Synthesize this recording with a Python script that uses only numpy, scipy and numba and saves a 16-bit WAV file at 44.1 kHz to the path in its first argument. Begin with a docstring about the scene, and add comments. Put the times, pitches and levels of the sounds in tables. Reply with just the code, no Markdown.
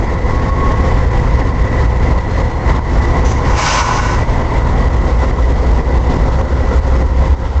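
"""Two diesel locomotives idle in a rail yard with a deep, uneven beat, and one speeds up near the end.
Sines at multiples of the engine cycle make the beat; shaped noise makes rumble, fan roar and hums.
From about 3.2 s an air valve spits and blows off in jet hiss, with a breathy pipe note in the blow-off.
The whole sound keeps dropping suddenly under tall bass thumps and creeping back;
a small recorder ducks the tallest peaks in steps, clips them softly and cuts the top treble."""
import sys
import numpy as np
from scipy import signal
from scipy.fft import rfft, irfft, next_fast_len
from scipy.io import wavfile
from scipy.ndimage import uniform_filter1d, map_coordinates
from numba import njit

SR = 44100
rng = np.random.default_rng(int(sys.argv[2]) if len(sys.argv) > 2 else 0)


def file_out(sig):
    """Save sig as 16-bit WAV at sys.argv[1]."""
    # one column per channel
    cols = np.atleast_2d(sig).T
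    # limit, then scale
    lim = np.clip(cols, -1, 1)
    pcm = np.round(lim * 32767).astype(np.int16)
    wavfile.write(sys.argv[1], SR, pcm)


N = 335160
TIME = np.arange(N) / SR  # seconds

# Levels of single sources are those before the shared level curves, wavers and drops.
# Idling engine speed. Each row: time in seconds, four-stroke cycles per second.
ENGINE_CYCLE = [(0, 3.65), (2.5, 3.645), (4, 3.63), (5.5, 3.68), (7.6, 3.7)]
# Unequal cylinders sound multiples of the cycle. Each row: multiple, level in dB rms.
CYLINDER_ORDERS = [(6, -35.5), (7, -33.5), (8, -34.5), (9, -27), (11, -25.5), (12, -30), (13, -24.5),
                   (14, -25), (15, -29), (17, -25.5), (18, -27), (19, -30), (20, -21), (21, -36.5),
                   (22, -31), (24, -44), (25, -35), (28, -30), (29, -30), (36, -30.5)]
# Slow balance of the idle. Each row: time in seconds, orders gain in dB, rumble gain in dB.
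IDLE_BALANCE = [(0, -0.5, 0), (1, -0.5, 0), (2, -2.5, 2.5), (3, 2.5, -3.5), (3.5, 2.5, -7), (4, -4.5, 1.5),
                (4.6, -3, 2), (5.5, -2.5, -4.5), (6.5, 0, 0), (7.6, -1, -4)]
# Firing tone, weak while the two engines cancel. Each row: time in seconds, level in dB rms.
FIRING_LEVEL = [(0, -26.5), (.5, -22), (2, -17), (2.4, -27), (4.4, -24.5), (4.9, -14.5), (5.8, -14.5),
                (6.4, -16), (7, -12), (7.6, -13)]
# Firing pitch as one engine speeds up. Each row: time in seconds, pitch in Hz.
FIRING_PITCH = [(0, 58.5), (2, 58.4), (4.4, 58.2), (5.8, 58.9), (6.4, 60.5), (7, 62.5), (7.6, 65)]
# Pulses of one strong cylinder. Each row: centre in seconds, level in dB rms at the centre.
CYLINDER_CHUGS = [(6.269, -23), (6.53, -21), (6.788, -13.5), (7.05, -17), (7.326, -9), (7.58, -11)]
# Second harmonic of the idling engine's firing. Each row: time in seconds, level in dB rms.
OCTAVE_LEVEL = [(0, -30), (1.2, -21.5), (3.5, -25), (4.3, -19.5), (4.9, -22), (5.3, -43.5), (7.6, -42)]
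OCTAVE_ORDER = 32  # multiple of the cycle
# Exhaust rumble colour. Each row: frequency in Hz, relative level in dB per Hz.
RUMBLE_COLOUR = [(8.8, -43), (15, -1), (43, 1), (65, -0.5), (220, -16.5), (290, -49), (480, -120)]

# Fan and engine-body colour. Each row: frequency in Hz, relative level in dB per Hz.
ROAR_COLOUR = [(88, -31), (150, 3.5), (205, -6), (254, -3), (309, -7), (341, -4), (514, -2.5), (567, -8),
               (1040, -10.5), (1170, -16), (1620, -20), (1980, -14.5), (2450, -28), (6140, -36),
               (7600, -39.5), (9880, -54.5), (16700, -120)]
# Hood and louvre resonances. Each row: centre in Hz, width in Hz, strength in dB.
HOOD_RESONANCES = [(258, 60, 4), (994, 156, 3), (1978, 77, 5)]
# Changing roar colour. Each row: time in seconds, then gains in dB of low, mids, hood ring and treble.
ROAR_BALANCE = [(0, 0, 1.5, 1.5, 1.5), (1.5, -1, 1.5, 2, 1.5), (3, 0, 4, 1.5, 3.5), (4.5, 0, 4.5, 1, 4),
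                (5.5, -2.5, -0.5, -6.5, 0), (6.5, 0.5, 1.5, -4, 2.5), (7.6, -3.5, -1, -9.5, 1)]
# Fuzzy tones of rotating parts.
# Each row: centre in Hz, width in Hz, level in dB, loudest time in seconds, bell half-length in seconds.
ROTATING_HUMS = [(341, 19, -36, 3.8, 3.3), (494, 3.8, -33.5, 2.6, 3.9), (1095, 19, -28, .6, 0.41),
                 (1069, 10, -37, 2.3, 3), (1350, 320, -35, 8.2, 2.9), (4180, 15, -51, 2.4, .4)]
# Blower whine. Each row: time in seconds, pitch in Hz, level in dB rms.
BLOWER_WHINE = [(0, 518, -37.5), (2.2, 531.5, -36.5), (4.2, 525.5, -35.5), (6, 535.2, -34.5),
                (7.6, 527.8, -30.5)]
# Brief swells of the machinery. Each row: centre in seconds, boost in dB.
MACHINERY_SURGES = [(0.715, 3.5), (1.405, 3), (2.70, 4), (4.805, 3), (5.235, 5.5), (5.51, 2), (5.79, 3),
                    (6.105, 3), (6.72, 3)]
SURGE_S = 0.02  # bell half-length, seconds
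# Shared level of engines and machinery. Each row: time in seconds, gain in dB.
ENGINE_LEVEL = [(0, -0.5), (1, 3), (2, 1), (3, 2.5), (3.5, 3), (3.7, -1.5), (3.9, 0.5), (4.4, 0), (5.5, 2),
                (6.5, 3.5), (7.6, 2)]

# Sudden drops, each under a tall bass thump. Each row: time in seconds, depth in dB.
# A negative depth drops by its size, but makes the thump smaller.
SUDDEN_DROPS = [(0.048, 2), (0.194, 4.5), (0.505, 3.5), (0.73, 2.5), (1.052, 5), (1.43, 4.5), (1.51, 4.5),
                (1.681, 3.5), (1.866, 1), (1.875, 4.5), (1.973, 1.5), (2.138, 3.5), (2.19, 5), (2.422, 4),
                (2.465, 3.5), (2.52, 4), (2.773, 2.5), (2.795, 7.5), (3.058, 4), (3.288, 1.5), (3.326, 6),
                (3.522, 0.5), (3.601, 3.5), (3.695, 0), (3.827, 2.5), (3.895, 3.5), (4.002, 3.5),
                (4.071, 2.5), (4.15, 2.5), (4.238, 3), (4.426, 3.5), (4.623, 2), (4.701, 3), (4.886, 3.5),
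                (4.971, 4), (5.248, -2.5), (5.313, 3.5), (5.534, 3), (5.816, 5.5), (5.985, 5), (6.172, 4.5),
                (6.291, 4.5), (6.416, 7.5), (6.533, 4), (6.62, 2.5), (6.801, 6), (7.027, 6), (7.078, 3.5),
                (7.284, 3), (7.351, 7.5), (7.469, 4)]
DROP_S = .0004  # length of the ticking step, seconds
RECOVER_DB_PER_S, FLUTTER_DB = 40, 0.7  # pace of the return; size of the small random unrest
THUMP_DB, THUMP_GROWS = -10.5, 0.29  # peak in dB at zero depth; dB more per dB of drop
THUMP_HZ, THUMP_S = 63.4, .008  # pitch in Hz; bell half-length in seconds

# Short valve spits. Each row: start in seconds, level in dB rms before the soft attack, t60 in seconds.
VALVE_SPITS = [(3.243, -27, 0.7), (3.283, -34, .15), (3.312, -30, 0.12), (6.097, -28.5, 0.08),
               (6.903, -36, 0.14)]
# Spitting nozzle resonances. Each row: centre in Hz, width in Hz, strength in dB.
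NOZZLE_RESONANCES = [(3700, 990, -6.5), (5100, 900, -4.5), (6000, 120, 3.5), (6600, 1400, -2)]
# Blow-off: leaks, opens, full flow, pressure sags, shuts. Each row: time in seconds, hiss in dB rms.
BLOW_OFF_FLOW = [(3.38, -52), (3.48, -35), (3.56, -29), (3.582, -18.5), (3.66, -15.5), (3.8, -17.5),
                 (3.86, -22.5), (4.15, -31), (4.2, -39), (4.32, -47)]
# Jet hiss colour. Each row: frequency in Hz, relative level in dB per Hz.
JET_COLOUR = [(760, -32), (1300, -4), (1520, -24.5), (1630, -5.5), (2210, -8.5), (2800, -8.5), (3470, -14),
              (4030, -12.5), (4370, -14), (4670, -13), (6270, -11), (7600, -16), (9880, -34.5),
              (16700, -120)]
# Valve whistles. Each row: centre in Hz, width in Hz, strength in dB.
VALVE_WHISTLES = [(2760, 62, 2), (4920, 110, 0), (5220, 430, 1), (5700, 60, -4), (6040, 120, 3.5),
                  (6300, 60, -4)]
# Vent pipe resonances. 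Each row: centre in Hz, width in Hz, strength in dB.
PIPE_RESONANCES = [(600, 87, -7), (836, 71, -5.5), (1018, 170, -2), (1330, 200, -8.5), (1494, 68, -5),
                   (2233, 220, -8.5)]
PIPE_DB, PIPE_FOLLOWS = -11.5, .7  # pipe note at full flow in dB rms, before flutter; its dB per dB of hiss

TOP_HZ = 9150  # the recorder passes nothing from here up


def amp(db):
    """Gain of a level in dB."""
    return 10 ** (np.asarray(db) / 20)


def unit(x):
    """x at rms 1."""
    return x / np.sqrt(np.mean(x ** 2) + 1e-20)


def along(points, hz):
    """Read (Hz, value) points on a log frequency axis."""
    f, v = np.transpose(points)
    return np.interp(np.log(hz + 1), np.log(f + 1), v)


def curves(rows):
    """One value per sample for each column after the time."""
    s, *cols = np.transpose(rows)
    return [np.interp(TIME, s, c) for c in cols]


def bell(centre, half_length):
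    """A smooth swell to 1 and back, down to 1/e a half-length from its centre (seconds)."""
    return np.exp(-((TIME - centre) / half_length) ** 2)


def wobble(rate):
    """A smooth random curve, rate knots a second."""
    knots = rng.standard_normal(int(N * rate / SR) + 4)
    return map_coordinates(knots, [np.arange(N) * rate / SR])


def filtered(x, response):
    """x times a response of frequency."""
    m = next_fast_len(N + 8192)
    return irfft(rfft(x, m) * response(np.fft.rfftfreq(m, 1 / SR)), m)[:N]


def peaks(modes, hz):
    """Gain of (Hz, width, dB) resonances added in power."""
    return np.sqrt(sum(amp(db) ** 2 / (1 + (2 * (hz - c) / w) ** 2) for c, w, db in modes))


def noise(response, patchy_db):
    """Coloured noise of rms 1 with patches of random gain over time and frequency."""
    z = signal.stft(rng.standard_normal(N + 512), nperseg=512)[2]
    field = uniform_filter1d(rng.standard_normal(z.shape), 6, 0)
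    field = uniform_filter1d(field, 8, 1)
    patchy = signal.istft(z * amp(patchy_db * unit(field)), nperseg=512)[1][:N]
    return unit(filtered(patchy, response))


def wandering_phase(hz, waver):
    """Phase in radians from a random start, wandering on a random curve scaled by waver."""
    return 2 * np.pi * (np.cumsum(hz) / SR + rng.random()) + waver * wobble(6)


def tone(hz, db, waver):
    """A sine of given rms level whose phase wanders."""
    return np.sqrt(2) * amp(db) * np.sin(wandering_phase(hz, waver))


def firing_tone():
    """Evenly spaced firings sound one tone; a strong cylinder adds pulses locked to its phase."""
    (hz,), (db,) = curves(FIRING_PITCH), curves(FIRING_LEVEL)
    phase = wandering_phase(hz, .25)
    # the strong cylinder rings the exhaust 9 Hz above the firing tone
    chugs = sum(amp(level) * bell(s, 0.04) * np.sin(phase + 2 * np.pi * 9 * (TIME - s))
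                for s, level in CYLINDER_CHUGS)
    return np.sqrt(2) * (amp(db) * np.sin(phase) + chugs)


def engines():
    """Unequal cylinders sound multiples of the cycle, with firing tones and rumble between them."""
    cycle, = curves(ENGINE_CYCLE)
    orders_db, rumble_db = curves(IDLE_BALANCE)
    orders = sum(tone(k * cycle, db + orders_db + 1.5 * wobble(.8), waver=0.23)
                 for k, db in CYLINDER_ORDERS)
    octave = tone(OCTAVE_ORDER * cycle, *curves(OCTAVE_LEVEL), waver=0.25)
    rumble = noise(lambda hz: amp(along(RUMBLE_COLOUR, hz)), patchy_db=0.5)
    return orders + firing_tone() + octave + amp(rumble_db - 17.5) * rumble


def fan_roar():
    """Fans and engine body roar through hood resonances; four bands shift in balance."""
    low_db, mids_db, ring_db, treble_db = curves(ROAR_BALANCE)
    roar = noise(lambda hz: amp(along(ROAR_COLOUR, hz)) * np.sqrt(1 + peaks(HOOD_RESONANCES, hz) ** 2),
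                 patchy_db=0.95)
    # lowpasses nested so that their differences are the bands
    to_low, to_mids, to_ring = (filtered(roar, lambda hz: 1 / (1 + (hz / edge) ** 8))
                                for edge in (650, 1650, 2400))
    # the treble level wavers quickly and slightly at random
    unrest = amp(0.57 * wobble(25) + 1.2 * wobble(120))
    low = amp(low_db) * to_low
    mids = amp(mids_db) * (to_mids - to_low)
    ring = amp(ring_db) * (to_ring - to_mids)
    treble = amp(treble_db) * unrest * (roar - to_ring)
    return amp(-20) * (low + mids + ring + treble)


def rotating_hum(hz, width, db, loudest, lasting):
    """A rotating part hums as a narrow noise band that swells and wavers."""
    hum = noise(lambda f: peaks([(hz, width, 0)], f) ** 2, patchy_db=0.5)
    return amp(db + 2.2 * wobble(3.3)) * bell(loudest, lasting) * hum


def machinery():
    """Fan roar, the hums of rotating parts and a blower whine of unsteady level and phase."""
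    hums = sum(rotating_hum(*row) for row in ROTATING_HUMS)
    unsteady = amp(1.8 * wobble(4.9) + 1.9 * wobble(2.5))
    return fan_roar() + hums + unsteady * tone(*curves(BLOWER_WHINE), waver=0.83)


def thumps():
    """A tall exhaust beat, pushing or pulling at random, is a short bass pulse centred on each drop."""
    signs = np.sign(rng.standard_normal(len(SUDDEN_DROPS)))
    return sum(sign * amp(THUMP_DB + THUMP_GROWS * db) * bell(s, THUMP_S)
               * np.cos(2 * np.pi * THUMP_HZ * (TIME - s))
               for (s, db), sign in zip(SUDDEN_DROPS, signs))


def drops():
    """Gain of the sudden drops: they pile up, and the level climbs back at a steady pace in dB."""
    knots, dip_db, last = [(0, 0)], 0, 0
    for s, db in SUDDEN_DROPS + [(N / SR, 0)]:
        back = last + dip_db / RECOVER_DB_PER_S  # when the level would be whole again
        if back < s:
            knots.append((back, 0))
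        dip_db = max(dip_db - RECOVER_DB_PER_S * (s - last), 0)
        knots.append((s, dip_db))
        dip_db, last = dip_db + abs(db), s + DROP_S
        knots.append((last, dip_db))
    return amp(FLUTTER_DB * wobble(20) - curves(knots)[0])


def spits():
    """Brief puffs of air hiss through the nozzle resonances, with a soft attack and fading tail."""
    puffs = sum(amp(db - 60 * np.abs(TIME - s) / t60) * np.clip((TIME - s) / 0.018, 0, 1)
                for s, db, t60 in VALVE_SPITS)
    return puffs * noise(lambda hz: peaks(NOZZLE_RESONANCES, hz) * amp(along(JET_COLOUR, hz)),
                         patchy_db=2.0)


def blow_off():
    """Escaping air makes jet hiss with whistles; a breathy pipe note follows its level less steeply."""
    hiss_db, = curves(BLOW_OFF_FLOW)
    opened = (TIME > BLOW_OFF_FLOW[0][0]) & (TIME < BLOW_OFF_FLOW[-1][0])
    jet = noise(lambda hz: amp(along(JET_COLOUR, hz)) * np.sqrt(1 + peaks(VALVE_WHISTLES, hz) ** 2),
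                patchy_db=-0.5)
    pipe = noise(lambda hz: peaks(PIPE_RESONANCES, hz) ** 2, patchy_db=1.5)
    pipe = pipe * amp(1.8 * wobble(60))  # breathy flutter
    pipe_db = PIPE_DB + PIPE_FOLLOWS * (hiss_db - hiss_db.max())
    return opened * (amp(hiss_db) * jet + amp(pipe_db) * pipe)


def scene():
    """Engines and machinery, thumps and the air valve all share the sudden drops."""
    level_db, = curves(ENGINE_LEVEL)
    surge_db = sum(db * bell(s, SURGE_S) for s, db in MACHINERY_SURGES)
    locomotives = amp(level_db) * (engines() + amp(surge_db) * machinery())
    air_valve = spits() + blow_off()
    return (drops() * (locomotives + thumps() + air_valve))[None]


@njit
def ducking(x, top, step, rise, hold):
    """Gain drops by a sudden step when the output passes top, then creeps back."""
    gain, wait, out = 1.0, 0, np.empty_like(x)
    for i in range(len(x)):
        wait -= 1
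        if abs(x[i] * gain) > top and wait <= 0:
            gain *= step
            wait = hold  # samples before it may step again
        gain = min(1.0, gain * rise)
        out[i] = x[i] * gain
    return out


def record(dry):
    """The recorder's stepped gain control, soft clipping and band limit."""
    # steps of 1.8 dB at least 5 ms apart, creeping back at 80 dB per second
    x = ducking(dry[0], .72, amp(-1.8), amp(80 / SR), SR // 200)
    x = x / (1 + np.abs(x) ** 12) ** (1 / 12)
    return filtered(x, lambda hz: (hz < TOP_HZ) / np.sqrt(1 + (hz / 7600) ** 24 + (hz / 8500) ** 90))[None]


dry = scene()
out = record(dry)
file_out(out)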